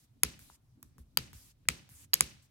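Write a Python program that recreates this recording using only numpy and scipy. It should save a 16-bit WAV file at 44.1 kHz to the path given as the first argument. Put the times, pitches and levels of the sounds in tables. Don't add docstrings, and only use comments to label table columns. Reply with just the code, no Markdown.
import sys
import numpy as np
from scipy import signal
from scipy.fft import rfft, irfft
from scipy.io import wavfile

SR = 44100
rng = np.random.default_rng(int(sys.argv[2]) if len(sys.argv) > 2 else 0)


def generate_wav(sig):
    pcm = np.round(np.clip(np.atleast_2d(sig).T, -1, 1) * 32767).astype(np.int16)
    wavfile.write(sys.argv[1], SR, pcm)


def undo_db(level):
    steps = np.asarray(level, float) / 20
    return 10 ** steps


N = 110250

SNAP_TIMES = [.2338, 1.1727, 1.6869, 2.1343, 2.1399, 2.2077]
# (level [dB], bright ring [Hz], knock [Hz], low modes [dB], middle modes [dB], thud [dB])
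SNAPS = [(-9, 10600, 2400, -3.5, -4, -40.5), (-12.5, 12000, 3100, -7, -1, -46.5),
         (-11.5, 8600, 2386, -4.5, 1.5, -44), (-28, 12000, 2840, 2, 13.5, -63.5),
         (-8.5, 12000, 3600, -31, -10, -61), (-7.5, 9600, 2400, -5, -8.5, -44)]
TICK_TIMES = [.392, .4995, .8285, .982, 1.331, 1.654, 1.891]
# (level [dB], pitch [Hz], treble [dB], thud [dB])
TICKS = [(-52, 1500, 12.5, -61.5), (-44.5, 900, -12, -58.5), (-52, 1130, 21.5, -56), (-51, 1100, 4, -47),
         (-50, 910, 14.5, -51), (-60, 1600, -14, -54), (-58.5, 700, 17, -58)]
# (frequency [Hz], level [dB], t60 [s])
CAP_MODES = [(973, -14, 0.012), (1296, -9.5, 0.0088), (1832, -7.5, 0.0049), (2223, -7, 0.0037),
             (3110, -7, 0.0031), (3150, -1, 0.0046), (4640, 0.5, 0.0063), (5460, -8, .004),
             (6200, -7, 0.0066), (7510, 0, 0.0021), (10370, 2, 0.001), (12400, 0, 0.00083),
             (15300, -4, .0025)]
# (frequency [Hz], level [dB], t60 [s], delay [s])
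DESK_MODES = [(52, -8, .25, .022), (69, 0, .2, .012), (100, -8, .2, .008), (150, 4, .08, .003),
              (205, -9, .25, .012), (243, -4, .18, .01), (330, 3, .045, .001), (420, -9, .12, .004),
              (520, -11, .12, .001)]
# (start [s], end [s])
SLIDE_TIMES = [(-.1, .05), (.393, .556), (.83, .885), (.983, 1.025), (1.332, 1.515), (1.892, 2.048),
               (2.42, 2.462)]
# (level at the start [dB], change by the end [dB])
SLIDES = [(-64.5, -4.5), (-59, -5), (-74, -11), (-66.5, -9), (-58.5, -5), (-60, 2), (-68, -2)]
# (frequency [Hz], relative density [dB per Hz])
SKIN = [(290, -12), (500, -16), (7380, -5), (9060, 2), (9740, -11.5), (11800, 2.5), (13600, -5.5),
        (15600, -13.5), (16500, -27)]
# (time [s], level [dB])
RUMBLE_LEVEL = [(0.0, -66.5), (0.41, -64.5), (0.54, -72), (0.76, -65), (0.95, -64), (1.09, -61.5),
                (1.2, -55), (1.5, -67), (1.7, -63), (1.84, -82), (1.93, -65), (2.5, -70.5)]
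# (frequency [Hz], relative density [dB per Hz])
RUMBLE_COLOUR = [(15, -32), (25, -2), (128, 2.5), (204, -27), (240, -4.5), (277, -23), (321, -18.5),
                 (600, -46), (780, -84.5), (1320, -120)]
# (frequency [Hz], relative density [dB per Hz])
HISS = [(240, -42.5), (400, -6.5), (800, -9), (1600, -14), (4000, -14.5), (8000, -17.5), (12000, -19),
        (16500, -21)]
# (frequency [Hz], correlation [-1 to 1])
LIKENESS = [(60, .93), (130, .88), (290, .55), (640, .2), (1500, 0), (15000, 0)]
# (frequency [Hz], level [dB], t60 [s])
ROOM = [(35, -51, .4), (99, -22, 1), (300, -21, 0.34), (740, -40.5, 0.56), (2360, -29, 0.44),
        (6360, -33.5, 0.44), (11000, -40.5, .35), (16000, -50, 0.37)]
# (delay [s], level [dB])
ECHOES = [(0.0103, -25), (0.015, -21.5)]
# (frequency [Hz], left minus right [dB], phase turn of the left [rad])
PORTS = [(150, 0, 0), (500, 4, 1.4), (1000, 6, 2.6), (2000, 5, 4), (3500, 1, 3.8), (7000, 0, 3.6)]

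RATTLE_S, RATTLE_DB, RATTLE_LOSS_DB = .0022, -3, 14
RING_DB, RING_T60_S = 6, .0032
KNOCK_DB, KNOCK_T60_S = -4, .006
LOW_MODES_BELOW_HZ, MID_MODES_BELOW_HZ = 1600, 5000
MODE_SPREAD_DB, PORT_SPREAD_DB = 2., 6
SOFT_DB_PER_OCTAVE = -6
LIFT_S = .0076
HISS_DB = -80.5
GRAIN_DB = 1.5
LEFT_LAG_S = 10 / 44100
ECHO_CUT_HZ = 10000
TOP_HZ = 16200


def snaps():
    out, bare = np.zeros((2, N)), np.zeros(N)
    first = unit_click(2048)
    for s, (db, ring_hz, knock_hz, low_db, mid_db, _) in zip(SNAP_TIMES, SNAPS):
        when = np.r_[0, rng.random(15)]
        heights = undo_db((RATTLE_DB - RATTLE_LOSS_DB * when) * (when > 0)) * rng.choice([-1, 1], 16)
        clicks = np.zeros(2048)
        np.add.at(clicks, (when * RATTLE_S * SR).astype(int), heights)
        clicks /= np.sqrt(np.sum(clicks ** 2))

        bright = undo_db(RING_DB) * ring(first, ring_hz, RING_T60_S)
        knock = undo_db(KNOCK_DB + mid_db) * ring(first, knock_hz, KNOCK_T60_S)
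        body = (bright + knock) * np.ones((2, 1))
        for k, (hz, mode_db, t60) in enumerate(CAP_MODES):
            level = mode_db + MODE_SPREAD_DB * rng.normal()
            if hz < LOW_MODES_BELOW_HZ:
                level += low_db
            elif hz < MID_MODES_BELOW_HZ:
                level += mid_db
            if hz < MID_MODES_BELOW_HZ:
                level = level + PORT_SPREAD_DB * rng.normal() * np.array([[.5], [-.5]])
            body += (-1) ** k * ring(clicks, hz, t60) * undo_db(level)

        i = int(s * SR)
        out[:, i:i + 2048] += undo_db(db) * body
        smear = (undo_db(mid_db / 2) - 1) * .4 * .6 ** np.arange(32)
        bare[i:i + 32] += undo_db(db) * (unit_click(32) + smear)
    return butter(out, 2, 600, "high"), bare


def ticks():
    out, t = np.zeros(N), np.arange(1024) / SR
    touch = unit_click(1024)
    for s, (db, hz, treble_db, _) in zip(TICK_TIMES, TICKS):
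        edge = signal.lfilter([1, -.5], [1], rng.standard_normal(1024)) * np.exp(-t / .0011)
        knock = ring(touch, hz, .01) - .7 * ring(touch, 1.6 * hz, .006)
        i = int(s * SR)
        out[i:i + 1024] += undo_db(db) * (knock + undo_db(treble_db) * edge / 2)
    return butter(out, 2, 500, "high")


def thuds():
    out = np.zeros(N)
    for hz, mode_db, t60, delay in DESK_MODES:
        soft_db = SOFT_DB_PER_OCTAVE * np.log2(hz / 64.3)
        clicks = np.zeros(N)
        for s, row in zip(SNAP_TIMES + TICK_TIMES, SNAPS + TICKS):
            level = row[-1] + mode_db + MODE_SPREAD_DB * rng.normal()
            if s in TICK_TIMES:
                level += soft_db
            clicks[int((s + delay) * SR)] = undo_db(level)
        out += ring(clicks, hz, t60)
    return butter(out, 2, [35, 700], "band")


def slides():
    t, level = np.arange(N) / SR, 0
    for (start, end), (db, swell_db) in zip(SLIDE_TIMES, SLIDES):
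        share = np.clip((t - start) / (end - start), 0, 1)
        onset = np.clip((t - start) / .004, 0, 1)
        lift = np.exp(-np.maximum(t - end, 0) / LIFT_S)
        level = level + undo_db(db + swell_db * share) * onset * lift
    return level * banded_noise(SKIN, patchy_db=2.0)


def ports(x):
    hz = np.arange(1, N // 2 + 2) * SR / N
    tilt = undo_db(at_hz(PORTS, hz) / 2)
    turn = np.exp(1j * (at_hz(PORTS, hz, axis=2) - 2 * np.pi * hz * LEFT_LAG_S))
    late = sum(undo_db(db) * np.exp(-2j * np.pi * hz * s) for s, db in ECHOES)
    echoes = 1 + late / (1 + (hz / ECHO_CUT_HZ) ** 4)
    return irfft(rfft(x) * echoes * np.array([tilt * turn, 1 / tilt]), N)


def room(x):
    t, tail = np.arange(SR // 2) / SR, 0
    for hz, (mid, side) in bands(size=len(t)):
        decay_db = -60 * t / at_hz(ROOM, hz, axis=2)
        level = undo_db(at_hz(ROOM, hz) + GRAIN_DB * drift(60)[:len(t)] + decay_db)
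        tail = tail + level * spread(mid, side, at_hz(LIKENESS, hz))
    return signal.fftconvolve(x[None], tail * np.clip(t / .004, 0, 1), axes=1)[:, :N]


def rumble():
    level = undo_db(np.interp(np.arange(N) / SR, *np.transpose(RUMBLE_LEVEL)))
    return level * banded_noise(RUMBLE_COLOUR, patchy_db=4.5)


def hiss():
    return undo_db(HISS_DB) * banded_noise(HISS, patchy_db=-1.46)


def banded_noise(spectrum, patchy_db):
    out = 0
    for hz, (mid, side) in bands(size=N):
        alike = np.clip(at_hz(LIKENESS, hz), -1, 1)
        level = undo_db(at_hz(spectrum, hz) + patchy_db * drift(10))
        out = out + level * spread(mid, side, alike)
    return rms_one(out)


def bands(size):
    edges = 25 * 2 ** np.arange(0, 9.6, .5)
    white = rng.standard_normal((2, 2, size))
    for k, (low, high) in enumerate(zip(edges, edges[1:])):
        yield np.sqrt(low * high), butter(white[k % 2], 2, [low, high], "band")


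def spread(mid, side, alike):
    return np.sqrt(1 + alike) * mid + np.sqrt(1 - alike) * side * [[1], [-1]]


def drift(rate):
    r = np.exp(-80 * np.pi * rate / SR)
    slow = signal.lfilter([1], [1, -2 * r, r * r], rng.standard_normal(N // 40 + 2002))[2000:]
    return np.interp(np.arange(N) / 40, np.arange(len(slow)), rms_one(slow))


def ring(clicks, hz, t60):
    r, w = undo_db(-60 / (t60 * SR)), 2 * np.pi * hz / SR
    return signal.lfilter([0, np.sin(w)], [1, -2 * r * np.cos(w), r * r], clicks + 1e-18)


def unit_click(size):
    return 1. * (np.arange(size) == 0)


def butter(x, order, hz, kind):
    return signal.sosfilt(signal.butter(order, hz, kind, fs=SR, output="sos"), x)


def rms_one(x):
    return x / np.sqrt(np.mean(x ** 2) + 1e-20)


def at_hz(points, hz, axis=1):
    points = np.array(points)
    return np.interp(np.log(hz), np.log(points[:, 0]), points[:, axis])


def scene():
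    cracks, bare = snaps()
    small = ticks()
    near = ports(cracks + small) + thuds() + slides()
    return near + room(bare + undo_db(-11.5) * small) + rumble() + hiss()


def band_limit(x):
    return signal.sosfilt(signal.butter(12, 17140, fs=SR, output="sos"), x)


def record(dry):
    dull = butter(dry, 10, TOP_HZ, "low")
    return band_limit(dull)


dry = scene()
out = record(dry)
generate_wav(out)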